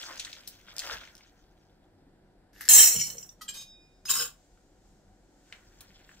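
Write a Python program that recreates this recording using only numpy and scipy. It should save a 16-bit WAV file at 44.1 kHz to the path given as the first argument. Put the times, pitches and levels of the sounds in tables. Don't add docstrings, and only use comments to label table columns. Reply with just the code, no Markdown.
import sys
import numpy as np
from scipy import signal
from scipy.fft import rfft, irfft
from scipy.io import wavfile
from scipy.ndimage import uniform_filter1d

SR = 44100
rng = np.random.default_rng(int(sys.argv[2]) if len(sys.argv) > 2 else 0)


def volts(x):
    e = np.asarray(x, float) / 20
    return 10 ** e


def transcribe(u):
    v = np.clip(np.atleast_2d(u).T, -1, 1)
    q = np.round(v * 32767).astype(np.int16)
    wavfile.write(sys.argv[1], SR, q)


N = 273420
T = np.arange(N) / SR
PORTS = np.array([[1], [-1]])

# pitch in Hz, level in dB per Hz.
HUM_COLOUR = [(12, -26.5), (20, -3), (48, -1), (65, -18), (98, -4), (123, -22), (188, -14.5), (381, -8.5),
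              (427, -19.5), (479, -12.5), (1000, -22), (1300, -55), (2200, -120)]
AIR_COLOUR = [(530, -32), (900, -26), (1120, -14), (1490, -5), (2570, -18.5), (4740, -17), (6560, -28.5),
              (7490, -20.5), (9090, -26.5), (16000, -37.5)]
HUM_DB, AIR_DB = -60.5, -75
# pitch in Hz, width in Hz, level in dB.
HUM_BANDS = [(40, 8, -68), (95, 8.6, -77.5), (150, 14, -77.5), (193, 14, -75.5), (285, 30, -80.5),
             (742, 46, -84)]
# pitch in Hz, likeness from 0 to 1.
LIKENESS = [(30, .97), (150, .86), (600, .7), (2000, .5), (8000, .2)]
DUCK_DB, DUCK_OVER_DB, DUCK_RECOVERY_S = -2.2, -45, .6
HUM_LAG, HELD_LAG = 4, 2

# peak in seconds, wall rattle in dB, 60 dB rise in seconds,
# 60 dB fall in seconds, hollow tumble in dB compared with the wall.
SHIFTS = [(0.02, -46, .3, .7, -5), (0.11, -54, .3, .3, 9), (0.2, -51, .3, 1.2, -6), (0.55, -65, 1, 2, -6),
          (0.69, -64, .2, .8, 2), (0.85, -45, .4, .5, -5), (0.93, -42, .4, .2, 2), (1.03, -62, .5, 1.2, 0),
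          (1.45, -79, 3, 3, -1), (5.55, -71, .4, .6, 7), (5.8, -68, .8, 1.2, -2), (6.08, -68, 1.5, 2, -4)]
# pitch in Hz, width in Hz, level in dB.
BOTTLE_WALL = [(2310, 1400, -5), (3340, 600, 1.5), (4200, 220, -6.5), (5040, 700, 0), (6080, 860, -4),
               (7650, 600, -4)]
BOTTLE_AIR = [(345, 67, -15.5), (612, 166, -8), (1026, 450, -12), (1510, 195, -3), (1840, 260, -7)]
PUT_DOWN_S = 4
SKIN_DB, SKIN_FOLLOWS, LOUD = -14, .87, 1e-3
# peak in seconds, level in dB, 60 dB rise and 60 dB fall in seconds.
CLOTH = [
    (3.4, -74, .5, 5),
    (4.4, -71, 3, 4),
    (4.87, -72, .6, 2),
    (5.5, -68, 1.5, 2.5),
]

# start in seconds, peak in dB, centre in Hz.
TICKS = [(0.024, -32, 7700), (0.094, -37, 1150), (0.175, -33, 4590), (0.1965, -23, 3900),
         (0.1985, -22, 7500), (0.1334, -36, 3020), (0.202, -28, 3500), (0.2486, -25, 3940),
         (0.2525, -32, 4600), (0.2694, -36, 2000), (0.2764, -36, 1900), (0.4344, -45, 3190),
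         (0.3296, -28, 3700), (0.3655, -40, 3410), (0.6758, -47, 3030), (0.6838, -40, 1490),
         (0.7194, -43, 2240), (0.8024, -27, 4880), (1.0144, -39, 1430), (1.0517, -37, 3070),
         (0.7974, -22, 4500), (0.8194, -33, 1970), (0.8729, -37.5, 1400), (0.8979, -25.5, 1490),
         (1.0355, -40, 2140), (1.075, -40, 2220), (1.179, -41, 5540), (1.2083, -46, 2200),
         (2.5616, -44, 1760), (4.5744, -57.5, 1450), (5.5248, -30, 2150), (5.5252, -34, 2900),
         (5.9042, -50, 2080), (6.0917, -40, 1700), (6.114, -47, 1610)]
TICK_T60_S, TICK_DAMPING, TICK_TREBLE_DB = .05, .4, -14
# start in seconds, peak in dB, centre in Hz.
SNAPS = [
    (0.4748, -30, 5500),
    (2.6092, -31, 1730),
    (2.6529, -38, 5100),
    (5.807, -40, 4200),
]
SNAP_T60_S, SNAP_TREBLE_DB = .07, 15
# start in seconds, peak
# in dB, centre in Hz.
CLICKS = [(0.1585, -37, 5500), (0.7655, -26, 5190), (0.7826, -21, 4930), (0.7929, -18, 4900),
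          (0.8364, -35, 3000), (0.8454, -34, 3500), (0.8735, -32, 3000), (4.0545, -38, 1500),
          (1.1524, -35, 5730), (1.1674, -42, 5720)]
CLICK_T60_S, CLICK_TREBLE_DB = .015, 7

# peak in seconds, board in dB, 60 dB fall in seconds, legs in dB re board.
THUMPS = [
    (0.93, -62, .4, 3),
    (2.7, -58, 1.5, -3),
    (2.968, -43, .2, -15),
    (3.05, -60, 1, -12),
    (3.6, -66, .4, -18),
    (4.055, -63, .12, 0),
    (4.18, -59, .4, -5),
]
# peak in seconds, level in dB, 60 dB fall in seconds.
JOLTS = [
    (0.92, -59, .15),
    (2.7, -58, .2),
    (2.79, -50, .15),
    (2.945, -54, .15),
    (3.15, -62, .2),
    (4.205, -52, .2),
]
# pitch in Hz, width in Hz, level in dB.
BOARD = [(118, 16, 0), (149, 7.7, 1), (183, 38, -4), (225, 40, -8)]
LEGS = [(49.4, 19, -0.5), (70, 17, -2)]
JAR_AIR = [(473, 25.8, 1), (331.6, 60, -13.5), (540, 50, -8)]
THUMP_RISE_S = .1

# time in seconds, level in dB.
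SLIDE = [
    (2.53, -66.5),
    (2.604, -56.5),
    (2.61, -48),
    (2.674, -52),
    (2.683, -40),
]
# pitch in Hz, level in dB per Hz.
SLIDE_COLOUR = [(470, -63.5), (800, -29), (852, -30), (1720, 14), (2500, -5.5), (5580, 1.5), (10300, -14),
                (11600, 3.5), (16000, -30.5)]
# time in seconds, force in dB.
POUR = [(2.689, -14.5), (2.755, -13), (2.774, -20), (2.788, -12), (2.84, -15), (2.905, -28), (2.95, -31),
        (3.01, -27), (3.09, -42), (3.24, -72)]
# pitch in Hz, width in Hz, level in dB.
FUNNEL_ON_JAR = [(1486, 120, -28), (1766, 50, -17.5), (2670, 110, -21.5), (3115, 130, -15),
                 (3876, 120, -14), (4180, 70, -12), (5100, 42, -11), (5627, 33, -8), (6120, 40, -11.5),
                 (6450, 40, -10.5), (6940, 49, -10), (7200, 31, -4.5), (7420, 110, -9), (7580, 19, -3.5),
                 (7700, 36, 2), (7550, 86, 0), (8130, 64, -10.5), (8430, 20, -7), (9330, 160, -9),
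                 (9920, 38, -11), (13030, 40, -9), (13720, 22, -9), (14080, 30, -6), (15170, 60, -4)]
JAR = [(2224, 200, -22), (2990, 200, -16), (4290, 50, -10), (5150, 31, -5.5), (5637, 85, 1.5),
       (6170, 71, -9), (6370, 30, -16), (6970, 32, 2), (7140, 42, -14), (7420, 81, -4), (7630, 52, -11.5),
       (8200, 40, -15), (8300, 27, -18), (9170, 160, -17)]
# pitch in Hz, width in Hz.
POUR_GAPS = [(2400, 50), (3470, 110), (4790, 100)]
# pitch in Hz, level in dB per Hz.
CLATTER_COLOUR = [(240, -58), (700, -35), (1500, -28), (2400, -24), (3070, -22), (3500, -35.5), (4000, -24),
                  (4900, -27), (5600, -19), (7400, -8), (8800, -15), (10000, -19.5), (14800, -13),
                  (16000, -15.5)]
# start in seconds, peak in dB, share in the jar from 0 to 1.
DROPS = [(2.6878, -6, 0.15), (2.7836, -7, 0.8), (2.8024, -9.5, 0.4), (2.8294, -11, 0.9), (2.9637, -22, 0.9),
         (2.9991, -20, 1), (3.0174, -28, 0.87), (3.1014, -29, 0.6), (3.1702, -40, 0.55), (3.1817, -33, 1),
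         (3.2276, -36, 1), (3.2909, -45, 0.96)]
THROUGH_S, THROUGH_SPREAD_S = 2.87, .05
STREAM = (2.689, -12.5, 2.84, -17, 2.95, -32, 3.33, -66)
# peak in seconds, level in dB, 60 dB rise and 60 dB fall in seconds.
HEAP = [
    (2.82, -47, .5, .6),
    (2.93, -53, .3, .8),
    (3.1, -57, .6, .8),
]
# pitch in Hz, level in dB per Hz.
HEAP_COLOUR = [(120, -25), (260, 0), (500, 1), (1050, -4), (1800, -6), (2500, -14), (3500, -9), (5000, -30)]

# start in seconds, peak in dB, pitch in Hz, 60 dB fall in seconds.
PINGS = [(2.69, -17, 7040, .08), (2.752, -17, 6450, .08), (2.756, -15, 7430, .08), (2.7846, -8, 7600, .12),
         (2.795, -16, 5627, .25), (2.797, -20, 3100, .08), (2.804, -10, 7650, .1), (2.83, -14, 7420, .08),
         (2.87, -20, 7600, .1), (2.915, -25, 5630, .12), (3.102, -42, 4300, .05), (3.102, -39, 8200, .04),
         (3.182, -32, 5680, .04), (3.183, -39, 6200, .04), (3.228, -40, 5640, .06), (3.229, -39, 7400, .05),
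         (3.291, -37, 5640, .04), (3.291, -52, 3600, .03), (3.291, -47, 6200, .04), (3.411, -43, 1290, .04),
         (3.419, -42, 1260, .04), (3.48, -37, 3240, .04), (4.055, -36, 5060, .2), (4.055, -42, 6400, .2),
         (4.082, -38, 2650, .08), (4.092, -29, 3190, .04), (4.092, -32, 1600, .05), (4.1, -24, 5200, .06),
         (4.104, -15, 7250, .06), (4.121, -29, 3750, .04), (4.155, -33, 1320, .08), (4.171, -28, 5300, .15),
         (4.176, -33, 1350, .05), (4.198, -28, 3000, .05), (4.205, -30, 1500, .04), (4.208, -29, 8200, .08),
         (4.219, -32, 5200, .06),
         (2.689, -21, 8480, .06), (2.734, -18, 7320, .07), (2.743, -19, 15170, .08),
          (2.743, -18, 7650, .08), (2.759, -15, 7650, .07), (2.824, -23, 6600, .06),
          (2.875, -26, 8270, .06), (2.915, -30, 6500, .08), (2.935, -40, 4250, .1), (2.96, -39, 3010, .06),
          (2.982, -36, 6200, .06), (2.986, -36, 14640, .05), (2.999, -30, 6200, .06),
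          (2.999, -26, 5620, .08), (3.016, -33, 6200, .06), (3.016, -28, 5660, .08),
          (3.019, -34, 7060, .06), (3.034, -34, 5620, .08), (3.035, -41, 3010, .08),
          (3.057, -43, 3050, .05), (3.067, -34, 5660, .1), (3.102, -45, 3010, .06), (3.125, -45, 5660, .07),
          (3.49, -52, 2460, .1), (3.525, -52, 5090, .2), (3.544, -47, 8440, .08), (3.547, -51, 2470, .12),
          (3.579, -48, 8440, .05), (3.604, -50, 2470, .1), (4.084, -32, 2750, .06),
          (4.103, -32, 13600, .05), (4.137, -31, 6880, .08), (4.146, -32, 5150, .08),
          (4.158, -31, 6880, .08), (4.174, -34, 5650, .08), (4.217, -37, 3270, .05),
          (4.254, -41, 7920, .05)]
PING_SPLIT, PING_RISE_S, PING_TURN = .006, .0008, .7

# peak in seconds, level in dB, 60 dB rise and 60 dB fall in seconds.
CUP_TAPS = [
    (3.411, -40, .004, .03),
    (3.416, -40, .01, .08),
]
# pitch in Hz, width in Hz, level in dB.
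CUP_ON_FUNNEL = [(1296, 160, -4), (1945, 110, -4), (3150, 110, -6), (4120, 32, -4), (5660, 84, -10),
                 (6550, 34, -15), (7020, 31, -7), (7420, 64, -11), (5270, 30, -16), (7880, 40, -17),
                 (8320, 60, -13), (9140, 40, -17)]
FUNNEL_ON_GLASS = [(1650, 100, -17.5), (2420, 48, -12.5), (2930, 51, -8), (3160, 40, -1), (3950, 77, -22),
                   (5098, 20, -15), (5652, 40, -19), (1954, 40, -22), (4860, 38, -18), (6500, 40, -10),
                   (7460, 69, 0), (7800, 42, -13), (8400, 40, -10), (9540, 30, -17)]
# peak in seconds, level in dB, 60 dB rise in seconds, 60 dB fall in seconds,
# rasp in dB compared with the level, drive of the free ring in dB.
LIFT = [
    (3.481, -33, .004, .04, -9, -70),
    (3.488, -25.5, .012, .052, -9.5, -60),
    (3.542, -52, .03, .15, 12, -47),
    (3.568, -47, .06, .12, 2, -42),
    (3.612, -50, .15, .12, 4, -45),
]
# pitch in Hz, level in dB, 60 dB fall in seconds, beat in Hz, one lull in seconds.
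FREE_RING = [(1114, -30, 0.12, 2, 3.8), (2455, -6, 1.5, 3.6, 3.715), (3130, -22, .12, 5, 3.7),
             (3731, 0, 0.62, 5.2, 3.66), (5073, -1.5, 0.85, 8, 3.785), (6418, -12, 0.16, 9, 3.64),
             (7715, -14, 0.25, 6.7, 3.66), (8385, -20, 0.07, 9, 3.6)]
# time in seconds, level in dB.
SETTLE = [
    (4.052, -39),
    (4.08, -38),
    (4.105, -22),
    (4.128, -31),
    (4.215, -29),
    (4.26, -40),
    (4.29, -60),
    (4.33, -78),
]
# pitch in Hz, width in Hz, level in dB.
SEATED = [(1432, 40, -9.5), (2658, 90, -8), (3013, 90, -9), (3270, 150, -15), (3785, 70, -6),
          (4100, 80, -9), (5100, 90, -1), (5330, 80, -2), (6380, 71, -12), (6880, 70, 2), (7200, 60, 4),
          (7710, 39, -11.5), (8160, 90, -1), (9500, 49, -11.5), (1136, 96, -9), (1600, 150, -12),
          (2070, 82, -19)]
SEATING_RING_DB, SEATING_CLATTER_DB = -22, -4.5
SEAT_S, SEAT_SPREAD_S = 4.088, .006
GRIP_S, GRIP_FADE_S = 4.1, .016
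TWIN = .65

ROOM_T60_S, ROOM_DB = .25, -5
SILENT_DB = -100


def level_curve(table):
    s, db = np.transpose(table)
    inside = (T >= s[0]) & (T <= s[-1])
    return np.where(inside, volts(np.interp(T, s, db)), 0)


def swells(s, db, rise, fall):
    power = np.zeros(N)
    for peak_s, peak_db, rise_s, fall_s in np.broadcast(s, db, rise, fall):
        a = int(max(peak_s - rise_s / 2, 0) * SR)
        b = int((peak_s + fall_s * (peak_db - SILENT_DB) / 60) * SR)
        late = T[a:b] - peak_s
        power[a:b] += volts(peak_db - 60 * np.maximum(late / fall_s, -late / rise_s)) ** 2
    return np.sqrt(power)


def impacts(per_s, scatter_db, dense=.3):
    chance, size = rng.random((2, N))
    size_db = np.minimum(-scatter_db * np.log(size + 1e-9), 4 * scatter_db)
    hits = (chance < per_s / SR) * volts(size_db)
    return hits / np.sqrt(np.mean(hits ** 2)) + dense


def blows(times, gains):
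    x = np.zeros(N)
    np.add.at(x, (np.asarray(times) * SR).astype(int), gains)
    return x


def across(points, hz):
    f, v = np.transpose(points)
    return np.interp(np.log(np.maximum(hz, 1)), np.log(f), v)


def colour(x, points, size=1024):
    c = irfft(across(points, np.fft.rfftfreq(size, 1 / SR)) * np.log(10) / 20)
    c[1:size // 2] *= 2
    c[size // 2 + 1:] = 0
    h = irfft(np.exp(rfft(c)))
    return signal.oaconvolve(x, h[None] / np.linalg.norm(h), axes=1)[:, :x.shape[1]]


def crackle(force, points, wide=.8):
    out = np.zeros((2, N))
    a, b = np.flatnonzero(force)[[0, -1]] + [0, SR // 20]
    mid, side = force[a:b] * rng.standard_normal((2, len(force[a:b])))
    side = signal.lfilter([.8, -.8], [1, -.6], side)
    both = np.array([mid + wide * side, mid - wide * side]) / np.hypot(1, wide)
    out[:, a:b] = colour(both, points)
    return out


def ring(force, peaks, spread=1.2, patchy_db=3, order=1):
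    hz, width, db = np.transpose(peaks)
    power = volts(db) ** 2 * width
    out = np.zeros((2, N))
    a, b = np.flatnonzero(force)[[0, -1]] + [0, SR // 4]
    n = len(force[a:b])
    knots = np.arange(0, n + 1024, 1024)
    for f, w, share in zip(hz, width, power / power.sum()):
        r = np.exp(-np.pi * w * order / SR)
        spot = np.interp(np.arange(n), knots, volts(patchy_db * rng.standard_normal(len(knots))))
        z = force[a:b] * rng.standard_normal(n) * spot
        z = z * np.sqrt(2 * share * (1 - r * r) ** (2 * order - 1) / (1 + r * r) ** (order - 1))
        for _ in range(order):
            z = signal.lfilter([1], [1, -r * np.exp(2j * np.pi * f / SR)], z)
        turn = spread * min(f / 6000, 1.3) * rng.choice([-1, 1]) * rng.uniform(.54, 1)
        out[:, a:b] += np.cos(turn) * z.real - np.sin(turn) * z.imag * PORTS
    return out


def sing(force, peaks, spread=.29, uneven_db=0):
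    hz, width, db = np.transpose(peaks)
    power = volts(db) ** 2 * width
    out = np.zeros((2, N))
    a, b = np.flatnonzero(force)[[0, -1]] + [0, SR // 2]
    for f, w, share in zip(hz, width, power / power.sum()):
        keep = np.exp(-2 * np.pi * w / SR)
        push = (force[a:b] * volts(uneven_db * rng.uniform(-2, 1, len(force[a:b])))) ** 2
        size = np.sqrt(signal.lfilter([2 * share * (1 - keep)], [1, -keep], push))
        size = uniform_filter1d(size, size=48)
        start = 2 * np.pi * rng.random()
        turn = spread * min(f / 6000, 1.3) * rng.choice([-1, 1])
        out[:, a:b] += size * np.cos(2 * np.pi * f * T[a:b] + start + turn * PORTS)
    return out


def shimmer(x, t60):
    t = np.arange(SR // 8) / SR
    modes = rng.standard_normal(len(t)) * np.exp(-np.log(1000) * t / t60)
    return signal.fftconvolve(x, modes[None] / np.linalg.norm(modes), axes=1)[:, :N]


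def kitchen():
    hz = np.fft.rfftfreq(N, 1 / SR)
    like = across(LIKENESS, hz)
    tone_power = sum(volts(db) ** 2 * w for _, w, db in HUM_BANDS) / 8
    out = ring(np.ones(N), HUM_BANDS, patchy_db=3.5) * np.sqrt(tone_power)
    for points, db in ((HUM_COLOUR, HUM_DB - 3), (AIR_COLOUR, AIR_DB)):
        noise = rfft(rng.standard_normal((2, N)))
        mid, side = noise * volts(across(points, hz)) * np.sqrt([1 + like, 1 - like])
        air = irfft([mid + side, mid - side], N)
        out += air * volts(db) / air.std()
    return out * volts(.4 * PORTS)


def bottle():
    s, db, rise, fall, depth_db = np.transpose(SHIFTS)
    gain = swells(s, db, rise, fall)
    sliding = gain * impacts(1100, 2.3, dense=.5)
    tumbling = swells(s, db + depth_db, rise, fall) * impacts(900, 3.5, dense=.64)
    spells = T < PUT_DOWN_S, T > PUT_DOWN_S
    wall = sum(ring(sliding * spell, BOTTLE_WALL, spread=1.0, patchy_db=5.5) for spell in spells)
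    wall = signal.sosfilt(signal.butter(4, [1800, 8200], "band", fs=SR, output="sos"), wall)
    cavity = sum(ring(tumbling * spell, BOTTLE_AIR, spread=1.0, patchy_db=3.5) for spell in spells)
    cavity = signal.sosfilt(signal.butter(2, 2600, fs=SR, output="sos"), cavity)
    skin = volts(SKIN_DB) * LOUD * (gain / LOUD) ** SKIN_FOLLOWS
    skin_colour = [(6000, -25), (8500, 5), (11000, 6), (14000, 11), (16500, 7)]
    skins = crackle(skin * impacts(900, 3, dense=.8), skin_colour, wide=.6)
    cloth_colour = [(900, -48), (1600, -6), (4000, -2.5), (7500, 2), (9500, -12), (15000, -16)]
    cloth = crackle(swells(*np.transpose(CLOTH)), cloth_colour, wide=1.0)
    return (volts(.3) * wall + volts(-1.5) * cavity + volts(5.5) * skins + cloth) * volts(PORTS)


def ticks():
    out = np.zeros((2, N))
    t = np.arange(4096) / SR
    events = [(*row, TICK_TREBLE_DB, TICK_T60_S * (2000 / row[2]) ** TICK_DAMPING) for row in TICKS]
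    events += [(*row, SNAP_TREBLE_DB, SNAP_T60_S) for row in SNAPS]
    events += [(*row, CLICK_TREBLE_DB, CLICK_T60_S) for row in CLICKS]
    treble = signal.butter(4, 8500, "high", fs=SR, output="sos")
    for s, db, hz, treble_db, t60 in events:
        noise = rng.standard_normal((3, len(t)))
        noise = noise[:2] + noise[2]
        swing = t * hz / 1.2
        wave = np.sin(2 * np.pi * hz * t) + .4 * np.sin(3.1 * np.pi * hz * t)
        snap = wave * 2 * swing * np.exp(-swing)
        tail = np.exp(-np.log(1000) * t / t60)
        edges = [.6 * hz, min(1.7 * hz, 9000)]
        body = signal.sosfilt(signal.butter(2, edges, "band", fs=SR, output="sos"), noise)
        spit = signal.sosfilt(treble, noise)
        sound = volts(db) * (snap + tail * (.4 * body + .1 * volts(treble_db) * spit))
        i = int(s * SR)
        out[:, i:i + len(t)] += sound[:, :N - i]
    return out * volts(PORTS)


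def table():
    shake = impacts(250, 2.5, dense=.9) / 1.6
    s, db, fall, legs_db = np.transpose(THUMPS)
    board = sing(shake * swells(s, db, THUMP_RISE_S, fall), BOARD)
    legs = sing(shake * swells(s, db + legs_db, THUMP_RISE_S, fall), LEGS)
    s, db, fall = np.transpose(JOLTS)
    jar_air = sing(shake * swells(s, db, THUMP_RISE_S, fall), JAR_AIR)
    return volts(5) * (board + legs + jar_air)


def pour():
    slide = crackle(level_curve(SLIDE) * impacts(1500, 1.8, dense=.8), SLIDE_COLOUR)
    share = .5 + .5 * np.tanh((T - THROUGH_S) / THROUGH_SPREAD_S / 2)
    beans = level_curve(POUR) * impacts(700, 3.4, dense=.34)
    walls = ring(beans * np.sqrt(1 - share), FUNNEL_ON_JAR, spread=.95, patchy_db=4, order=2)
    walls += ring(beans * np.sqrt(share), JAR, spread=.8, patchy_db=3.5, order=2)
    s, db, inside = np.transpose(DROPS)
    on_funnel = blows(s, volts(db + 21.5) * np.sqrt(1 - inside))
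    in_jar = blows(s, volts(db + 22) * np.sqrt(inside))
    clinks = sing(on_funnel, FUNNEL_ON_JAR, spread=.9, uneven_db=5)
    clinks += sing(in_jar, JAR, spread=1.0, uneven_db=5)
    stream = level_curve(np.reshape(STREAM, (4, 2))) * impacts(1200, 3, dense=.5)
    dry_clatter = crackle(stream + blows(s, volts(db - 12)), CLATTER_COLOUR, wide=.85)
    fall = volts(-3.5) * walls + volts(-4) * clinks + shimmer(dry_clatter, t60=.07)
    for hz, width in POUR_GAPS * 2:
        fall = signal.lfilter(*signal.iirnotch(hz, hz / width, fs=SR), fall)
    heap = crackle(swells(*np.transpose(HEAP)) * impacts(500, 3.5, dense=.5), HEAP_COLOUR, wide=1.2)
    return slide + heap + fall * volts(-.6 * PORTS)


def pings():
    out = np.zeros((2, N))
    t = np.arange(SR // 4) / SR
    for s, db, hz, t60 in PINGS:
        turn = PING_TURN * hz / 6000 * PORTS * rng.choice([-1, 1])
        neighbour = np.sin(2 * np.pi * (hz * (1 + PING_SPLIT) * t + rng.random()) - turn)
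        pair = np.sin(2 * np.pi * hz * t + turn) + .4 * neighbour
        i = int(s * SR)
        out[:, i:i + len(t)] += volts(db - 60 * t / t60) * (1 - np.exp(-t / PING_RISE_S)) * pair
    return out


def funnel():
    touch = swells(*np.transpose(CUP_TAPS)) * impacts(3000, 2.1, dense=.89)
    s, db, rise, fall, rasp_db, ring_db = np.transpose(LIFT)
    grit = impacts(2200, 1.6, dense=.77)
    scrape, rub, strike = (grit * swells(s, level, rise, fall) for level in (db, db + rasp_db, ring_db))
    chatter = level_curve(SETTLE) * impacts(700, 2.5, dense=.8)
    drive = strike + chatter * volts(SEATING_RING_DB)
    bell = np.zeros((2, N))
    for hz, level, t60, beat, lull in FREE_RING:
        mode = sing(drive, [(hz, np.log(1000) / (np.pi * t60), 0)])
        beating = np.abs(1 - TWIN * np.exp(2j * np.pi * beat * (T - lull)))
        bell += volts(level - 10) / np.sqrt(t60) * mode * beating
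    bell *= np.exp(-np.maximum(T - GRIP_S, 0) / GRIP_FADE_S)
    seated = chatter * (.6 + .4 * np.tanh((T - SEAT_S) / SEAT_SPREAD_S))
    rims = volts(-8) * sing(touch, CUP_ON_FUNNEL)
    rims += volts(-7.5) * sing(scrape, FUNNEL_ON_GLASS, uneven_db=4)
    rims += volts(-4) * ring(seated, SEATED, patchy_db=3.5, order=2)
    rasp_colour = [(600, -2), (1500, -7.5), (5000, 5), (9000, -2.5), (14500, -2.5), (15500, -17)]
    rasp = crackle(volts(-6) * touch + volts(-5) * rub + volts(-11) * chatter, rasp_colour)
    clatter = crackle(volts(SEATING_CLATTER_DB) * seated, CLATTER_COLOUR)
    return bell + rims + shimmer(rasp, t60=.092) + shimmer(clatter, t60=.026)


def room(x):
    t = np.arange(SR // 2) / SR
    noise = rng.standard_normal((2, len(t)))
    low = signal.lfilter([.3], [1, -.7], .6 * noise + .23 * noise.sum(0))
    fall = np.log(1000) * t / ROOM_T60_S
    tail = (low * np.exp(-fall) + (noise - low) * np.exp(-1.5 * fall)) * (t > .004)
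    tail = signal.sosfilt(signal.butter(2, 350, "high", fs=SR, output="sos"), tail)
    tail /= np.linalg.norm(tail, axis=1, keepdims=True)
    return volts(ROOM_DB) * signal.fftconvolve(x.mean(0)[None], tail, axes=1)[:, :N]


def scene():
    hum = kitchen()
    held = bottle() + ticks()
    held[1] = np.roll(held[1], HELD_LAG)
    near = held + table() + pour() + pings() + funnel()
    keep = np.exp(-1 / (DUCK_RECOVERY_S * SR))
    loudness = np.minimum(np.abs(near).mean(0) / volts(DUCK_OVER_DB), 1)
    recent = signal.lfilter([1 - keep], [1, -keep], loudness)
    hum = hum * volts(DUCK_DB * 2 * recent)
    hum[1] = np.roll(hum[1], HUM_LAG)
    return near + room(near) + hum


def roll_off(x):
    return signal.sosfilt(signal.butter(12, 16470, fs=SR, output="sos"), x)


def record(dry):
    soft = np.tanh(1.3 * dry) / 1.3
    mix = signal.sosfilt(signal.ellip(10, .2, 45, 15650, fs=SR, output="sos"), soft)
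    return roll_off(mix)


dry = scene()
out = record(dry)
transcribe(out)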